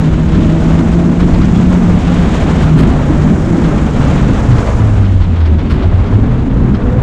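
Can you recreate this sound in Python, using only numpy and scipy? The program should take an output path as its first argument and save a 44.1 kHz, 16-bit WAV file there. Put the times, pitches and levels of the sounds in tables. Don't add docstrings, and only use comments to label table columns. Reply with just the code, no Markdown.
import sys
import numpy as np
from scipy import signal
from scipy.fft import rfft, irfft
from scipy.io import wavfile

SR = 44100
rng = np.random.default_rng(int(sys.argv[2]) if len(sys.argv) > 2 else 0)


def waveform_to_disk(signal):
    frames = np.transpose(np.atleast_2d(signal))
    scaled = np.clip(frames, -1, 1) * 32767
    samples = np.round(scaled).astype(np.int16)
    wavfile.write(sys.argv[1], SR, samples)


N = 309582


def from_db(db):
    return 10 ** (np.asarray(db) / 20)


def rms_one(x):
    return x / np.sqrt(np.mean(x ** 2) + 1e-20)


def in_time(rows):
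    s, *columns = np.transpose(rows)
    return [np.interp(np.arange(N) / SR, s, c) for c in columns]


def humps(times, half_lengths, heights):
    coarse_s = np.arange(0, N + 64, 64) / SR
    away = (coarse_s - np.reshape(times, (-1, 1))) / np.reshape(half_lengths, (-1, 1))
    coarse = np.dot(heights, np.cos(np.pi / 2 * np.clip(away, -1, 1)) ** 2)
    return np.interp(np.arange(N) / 64, np.arange(len(coarse)), coarse)


def drift(rate_hz):
    r = np.exp(-2 * np.pi * rate_hz * 40 / SR)
    noise = rng.standard_normal(N // 40 + 2002)
    slow = signal.lfilter([1], [1, -2 * r, r * r], noise)[2000:]
    return np.interp(np.arange(N) / 40, np.arange(len(slow)), rms_one(slow))


def coloured(spectrum, x):
    hz, db = np.transpose(spectrum)
    bins_hz = np.fft.rfftfreq(len(x), 1 / SR) + 1
    gain_db = np.interp(np.log(bins_hz), np.log(hz), db, -90, -120)
    return rms_one(irfft(rfft(x) * from_db(gain_db), len(x)))


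def resonance(x, hz, width_hz):
    r = np.exp(-np.pi * width_hz / SR)
    poles = [1, -2 * r * np.cos(2 * np.pi * hz / SR), r * r]
    return signal.lfilter([(1 - r * r) / 2, 0, (r * r - 1) / 2], poles, x)


# t/s, firing rate f/Hz, drone level/dB before dips and shaking, throttle (0-1)
ENGINE = [(0, 155.7, -16, 0.4), (.5, 161.5, -15, 1), (1.1, 170.9, -13.5, 0.7), (1.7, 179.9, -12, 0.2),
          (1.92, 175.5, -11.5, 0.06), (2.25, 170, -17.5, 0), (2.75, 152, -17.5, 0),
          (3.08, 142.6, -14.5, .2), (3.22, 149, -17.5, 0.4), (3.48, 168.9, -17.5, .15),
          (3.65, 164.8, -16, 0.3), (3.79, 149, -21.5, 0.3), (4.1, 139.5, -15, 0.1),
          (4.28, 133.3, -14.5, 0.43), (4.53, 120.2, -12, 0), (5.0, 101, -12, 0.5), (5.5, 77.5, -10.5, .05),
          (5.9, 87, -15, .5), (6.22, 107, -13.5, .3), (6.44, 131.7, -13, 0.1), (6.57, 135.2, -14.5, .2),
          (6.86, 118.5, -15.5, .2), (7.02, 127.3, -18, 0.3)]
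# multiple of the firing rate, level/dB relative to FULL_THROTTLE_DB
PARTIALS = [(.5, -8.5), (1.5, -19), (2, -4.5), (2.498, -36.5), (3, -17.5), (3.751, -18), (4, -18.5)]
FULL_THROTTLE_DB = -17
# t/s, roughness (0-1)
WHEELSPIN = [(0, .15), (1.9, .2), (2.3, 1.), (4.6, .9), (4.8, .2), (5.5, .25), (5.65, .9), (6.3, .7),
             (7.02, .8)]
# t/s, depth level/dB (negative lifts it), length/s
DRONE_DIPS = [(.76, -1.5, .2), (1.27, 0.5, 0.15), (2.04, 19, 0.14), (2.396, 14.5, 0.43), (2.952, 6.5, 0.26),
              (3.985, 10.5, 0.13), (4.39, 18, 0.27), (4.688, 14, 0.26), (5.642, 22, 0.18),
              (5.801, 10.5, 0.16), (6.066, 16, 0.13), (6.444, 15, 0.24), (6.806, 10.5, 0.23)]


def engine():
    firing_hz, drone_db, throttle = in_time(ENGINE)
    rough, = in_time(WHEELSPIN)
    dip_s, depth_db, length_s = np.transpose(DRONE_DIPS)
    drone_db = drone_db - humps(dip_s, length_s / 2, depth_db)
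    wavering_hz = firing_hz * (1 + 0.025 * rough * drift(12))
    phase = 2 * np.pi * np.cumsum(wavering_hz) / SR
    shake_db = rough * (4.5 * drift(12) + 2.7 * drift(27))
    out = from_db(drone_db + shake_db) * np.sin(phase)
    for multiple, level_db in PARTIALS:
        gain = throttle * from_db(FULL_THROTTLE_DB + level_db + 8.2 * rough * drift(3.9))
        out += gain * np.sin(multiple * phase + rng.uniform(0, 2 * np.pi))
    return np.sqrt(2) * out


# f/Hz, level/dB per Hz
THUD = [(12, -22), (20, -0.5), (65, 4.5), (102, -0.5), (130, -5.5), (170, -7.5), (290, -120)]
BOOM = [(70, -11.5), (110, -8.5), (160, -1.5), (230, 1), (300, -5), (380, -14), (520, -27.5)]
ROAR = [(250, -9.5), (400, -1.5), (600, -4.5), (1000, -9.5), (1500, -14), (2200, -23), (3500, -42.5)]
RUSH = [(800, -4), (1500, -2), (2200, -1), (3000, -3), (3800, -6.5), (4800, -15), (7000, -30.5)]
HISS = [(3500, -16), (4500, -4), (5500, -0.5), (7000, 1), (8000, -4), (9200, -12.5), (11000, -20),
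        (13000, -28), (14500, -36), (16000, -55)]
# t/s, high hiss level/dB, tyres ploughing sideways level/dB,
# loose dirt thrown up level/dB
DRIVING = [(0, -3, -2, 0), (.2, -4, -3.5, -2.5), (.45, -1.5, -2, 1.5), (.8, 0, 0, -2), (1.1, -2, -2, -2),
           (1.65, 0, -1, 0.5), (1.86, -0.5, 0, -2), (2.05, 0, -0.5, 2.5), (2.36, 3, 2.5, 5),
           (2.6, 1, 2, 2.5), (2.9, -0.5, 1.5, 0), (3.45, 0.5, 0, -2.5), (3.93, -0.5, 0.5, -1),
           (4.05, 2.5, 2.5, 2), (4.3, 0.5, 1, 2.5), (4.6, 2, 2, -3.5), (4.9, -3, -1, -2),
           (5.2, -8.5, -6, -4.5), (5.45, -12.5, -5, -5.5), (5.74, -12, -3, -2.5), (6.2, -11, -2, -6.5),
           (6.5, -12, -3, -6.5), (6.72, -12, -1, -7.5), (7.02, -10.5, 0, -7.5)]
# t/s, thud level/dB, boom level/dB
RUMBLE_SWELLS = [(0.018, 0.5, 3), (.4, 0.5, 5), (.83, -2.5, 1), (1.06, -3, 3.5), (1.39, 5, 4),
                 (1.59, 1.5, 3), (2.84, 5, 6), (3.318, -1.5, 4.5), (3.62, -2, 2.5), (4.27, 0, 3),
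                 (4.65, 0.5, -3.5), (4.92, 1.5, -3.5), (5.25, 4, -2.5), (5.42, -6, -7), (5.949, 4, -5.5),
                 (6.21, 2.5, 2), (6.688, 1.5, 3.5)]
SWELL_S = 0.29
BOOM_DB_PER_OCTAVE, BOOM_REST_HZ = 2, 152


def road():
    swing_db, plough_db, thrown_db = in_time(DRIVING)
    firing_hz = in_time(ENGINE)[0]
    swell_s, thud_swell_db, boom_swell_db = np.transpose(RUMBLE_SWELLS)
    thud_db = -14 + 0.067 * swing_db + 0.12 * plough_db + humps(swell_s, SWELL_S / 2, thud_swell_db)
    boom_db = -15.5 + 0.05 * swing_db + 0.13 * plough_db + humps(swell_s, SWELL_S / 2, boom_swell_db)
    boom_db += BOOM_DB_PER_OCTAVE * np.log2(firing_hz / BOOM_REST_HZ) + 0.78 * drift(7.1)
    bumps = drift(23)
    roar_db = -24 + 0.12 * swing_db + plough_db + 1.1 * bumps + 0.77 * drift(53)
    rush_db = -35.5 + thrown_db + 1.2 * bumps + 0.5 * drift(40)
    hiss_db = -44.5 + swing_db + 0.54 * bumps + 1.3 * drift(50)
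    unevenness_db = 2.5 * np.minimum(rng.exponential(1, (2, N)), 4)
    roar_grit, rush_grit = rng.standard_normal((2, N)) * from_db(unevenness_db)
    thud = from_db(thud_db) * coloured(THUD, rng.standard_normal(N))
    boom = from_db(boom_db) * coloured(BOOM, rng.standard_normal(N))
    roar = from_db(roar_db) * coloured(ROAR, roar_grit)
    rush = from_db(rush_db) * coloured(RUSH, rush_grit)
    hiss = from_db(hiss_db) * coloured(HISS, rng.standard_normal(N))
    return thud + boom + roar + rush + hiss


def stray_sprays():
    when, size = rng.random((2, round(3.0 * N / SR)))
    swing_db = in_time(DRIVING)[0][(when * N).astype(int)]
    follow_db = 0.7 * swing_db - 3.2 * size
    return [(w * N / SR, -20 + db, -61 + db, 0.02) for w, db in zip(when, follow_db)]


# t/s, stones drive level/dB, fine grit level/dB, decay/s
SPRAYS = [(0.032, -21, -62, 0.028), (.345, -17, -54.5, 0.023), (0.406, -18, -63, 0.026),
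          (0.732, -17.5, -58, 0.013), (0.777, -12.5, -55, 0.021), (0.923, -11.5, -59, 0.014),
          (1.191, -17.5, -54.5, 0.04), (1.332, -13, -54, .026), (1.407, -14, -64, 0.035),
          (1.561, -17.5, -54, .022), (1.616, -12, -59.5, 0.013), (1.863, -24, -58, .019),
          (2.077, -16, -56, 0.014), (2.62, -8.5, -41, 0.018), (2.772, -12, -38, 0.042),
          (2.8, -19, -56.5, 0.038), (2.882, -20, -47, 0.025), (3.215, -15.5, -57.5, 0.022),
          (3.634, -13, -62, 0.026), (3.777, -12.5, -61, 0.013), (3.925, -17.5, -56.5, 0.015),
          (4.172, -17.5, -59.5, 0.02), (4.51, -13.5, -57, 0.025), (4.58, -6, -55, 0.0092),
          (4.658, -15, -65, 0.02), (5.039, -19, -67, .03), (5.212, -19.5, -64.5, 0.037),
          (5.355, -19.5, -63, 0.028), (5.401, -16.5, -66, 0.02), (5.45, -15.5, -70, 0.021),
          (5.695, -13.5, -49, 0.044), (5.582, -17.5, -68, 0.014), (5.604, -22, -64.5, 0.01),
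          (5.822, -16.5, -68, 0.02), (6.002, -29, -62.5, .02), (6.058, -22, -69, .035),
          (6.123, -28, -61, .025), (6.739, -18, -67, 0.022)]
# f/Hz, bandwidth of each resonator f/Hz, gain level/dB
PAN = [(935, 510, 4), (1260, 810, 2.5), (2140, 950, -2), (3170, 780, -1.5), (4060, 1360, -6),
       (5250, 2000, -10)]
# f/Hz, level/dB per Hz
GRIT = [(4000, -13), (6000, 7.5), (8000, 8), (10000, 2), (13000, -6.5), (14500, -8), (16000, -25.5)]
SPRAY_RISE_S = 0.0087
SPOT_HZ, SPOT_SPREAD = 1400, 0.088


def gravel():
    unevenness_db = 2.5 * np.minimum(rng.exponential(1, N), 3)
    clicks = rng.standard_normal(N) * from_db(unevenness_db)
    clicks *= rng.random(N) < 8000 / SR
    stones, grit = np.zeros((len(PAN), N + SR)), np.zeros(N + SR)
    age = np.arange(SR // 5) / SR
    pan_hz = np.array(PAN)[:, :1]
    for s, stones_db, grit_db, decay_s in SPRAYS + stray_sprays():
        start = round(s * SR)
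        spot_hz = SPOT_HZ * 2 ** (SPOT_SPREAD * rng.standard_normal())
        shape = (1 - np.exp(-age / SPRAY_RISE_S)) * np.exp(-(age / decay_s) ** 1.4)
        nearness_db = -3.5 * np.abs(np.log2(pan_hz / spot_hz))
        stones[:, start:start + len(age)] += from_db(stones_db + nearness_db) * shape
        grit[start:start + len(age)] += from_db(grit_db) * shape
    struck = stones[:, :N] * rms_one(clicks)
    pan = np.zeros(N)
    for k, (hz, width_hz, gain_db) in enumerate(PAN):
        ringing = resonance(resonance(struck[k], hz, width_hz), hz, width_hz)
        pan += (-1) ** k * from_db(gain_db) * ringing
    return pan + grit[:N] * coloured(GRIT, clicks)


# t/s, peak level/dB before rise and decay, f/Hz, decay by 60 dB t60/s
SHORT_TONES = [(1.56, -25, 3360, .06), (3.098, -1.5, 306, 0.088), (5.84, -11.5, 664, 0.046)]


def squeak_thump_knock():
    out = np.zeros(N)
    for s, level_db, hz, t60 in SHORT_TONES:
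        age = np.maximum(np.arange(N) / SR - s, 0)
        envelope = from_db(level_db - 60 * age / t60) * (1 - np.exp(-age / 0.002))
        out += envelope * np.sin(2 * np.pi * hz * age)
    return out


# t/s, f/Hz, level/dB before wavering
WHINE = [(5.3, 352.2, -51), (5.5, 363.3, -33), (5.8, 371.8, -32), (6.0, 397, -40), (6.3, 447.3, -34.5),
         (6.5, 452.3, -33), (6.7, 473, -41), (6.9, 497, -26.5), (7.02, 497, -31)]


def gear_whine():
    hz, level_db = in_time(WHINE)
    wavering_hz = hz * (1 + 0.015 * drift(20))
    phase = 2 * np.pi * np.cumsum(wavering_hz) / SR
    return np.sqrt(2) * from_db(level_db + 3.4 * drift(36)) * np.sin(phase)


def scene():
    return (engine() + road() + gravel() + squeak_thump_knock() + gear_whine())[None]


def top_cut(x):
    return signal.sosfilt(signal.butter(12, 15400, fs=SR, output="sos"), x)


def record(dry):
    over_db = np.maximum(20 * np.log10(np.abs(dry) + 1e-9) + 1.2, 0)
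    fall_db = 300 * np.arange(N) / SR
    held_db = np.maximum.accumulate(over_db + fall_db, axis=1) - fall_db
    ahead_db = np.roll(held_db, -60, axis=1)
    reduction_db = signal.lfilter([0.02], [1, -0.98], ahead_db)
    mix = np.clip(dry * from_db(1.5 - reduction_db), -1, 1)
    return top_cut(mix)


dry = scene()
out = record(dry)
waveform_to_disk(out)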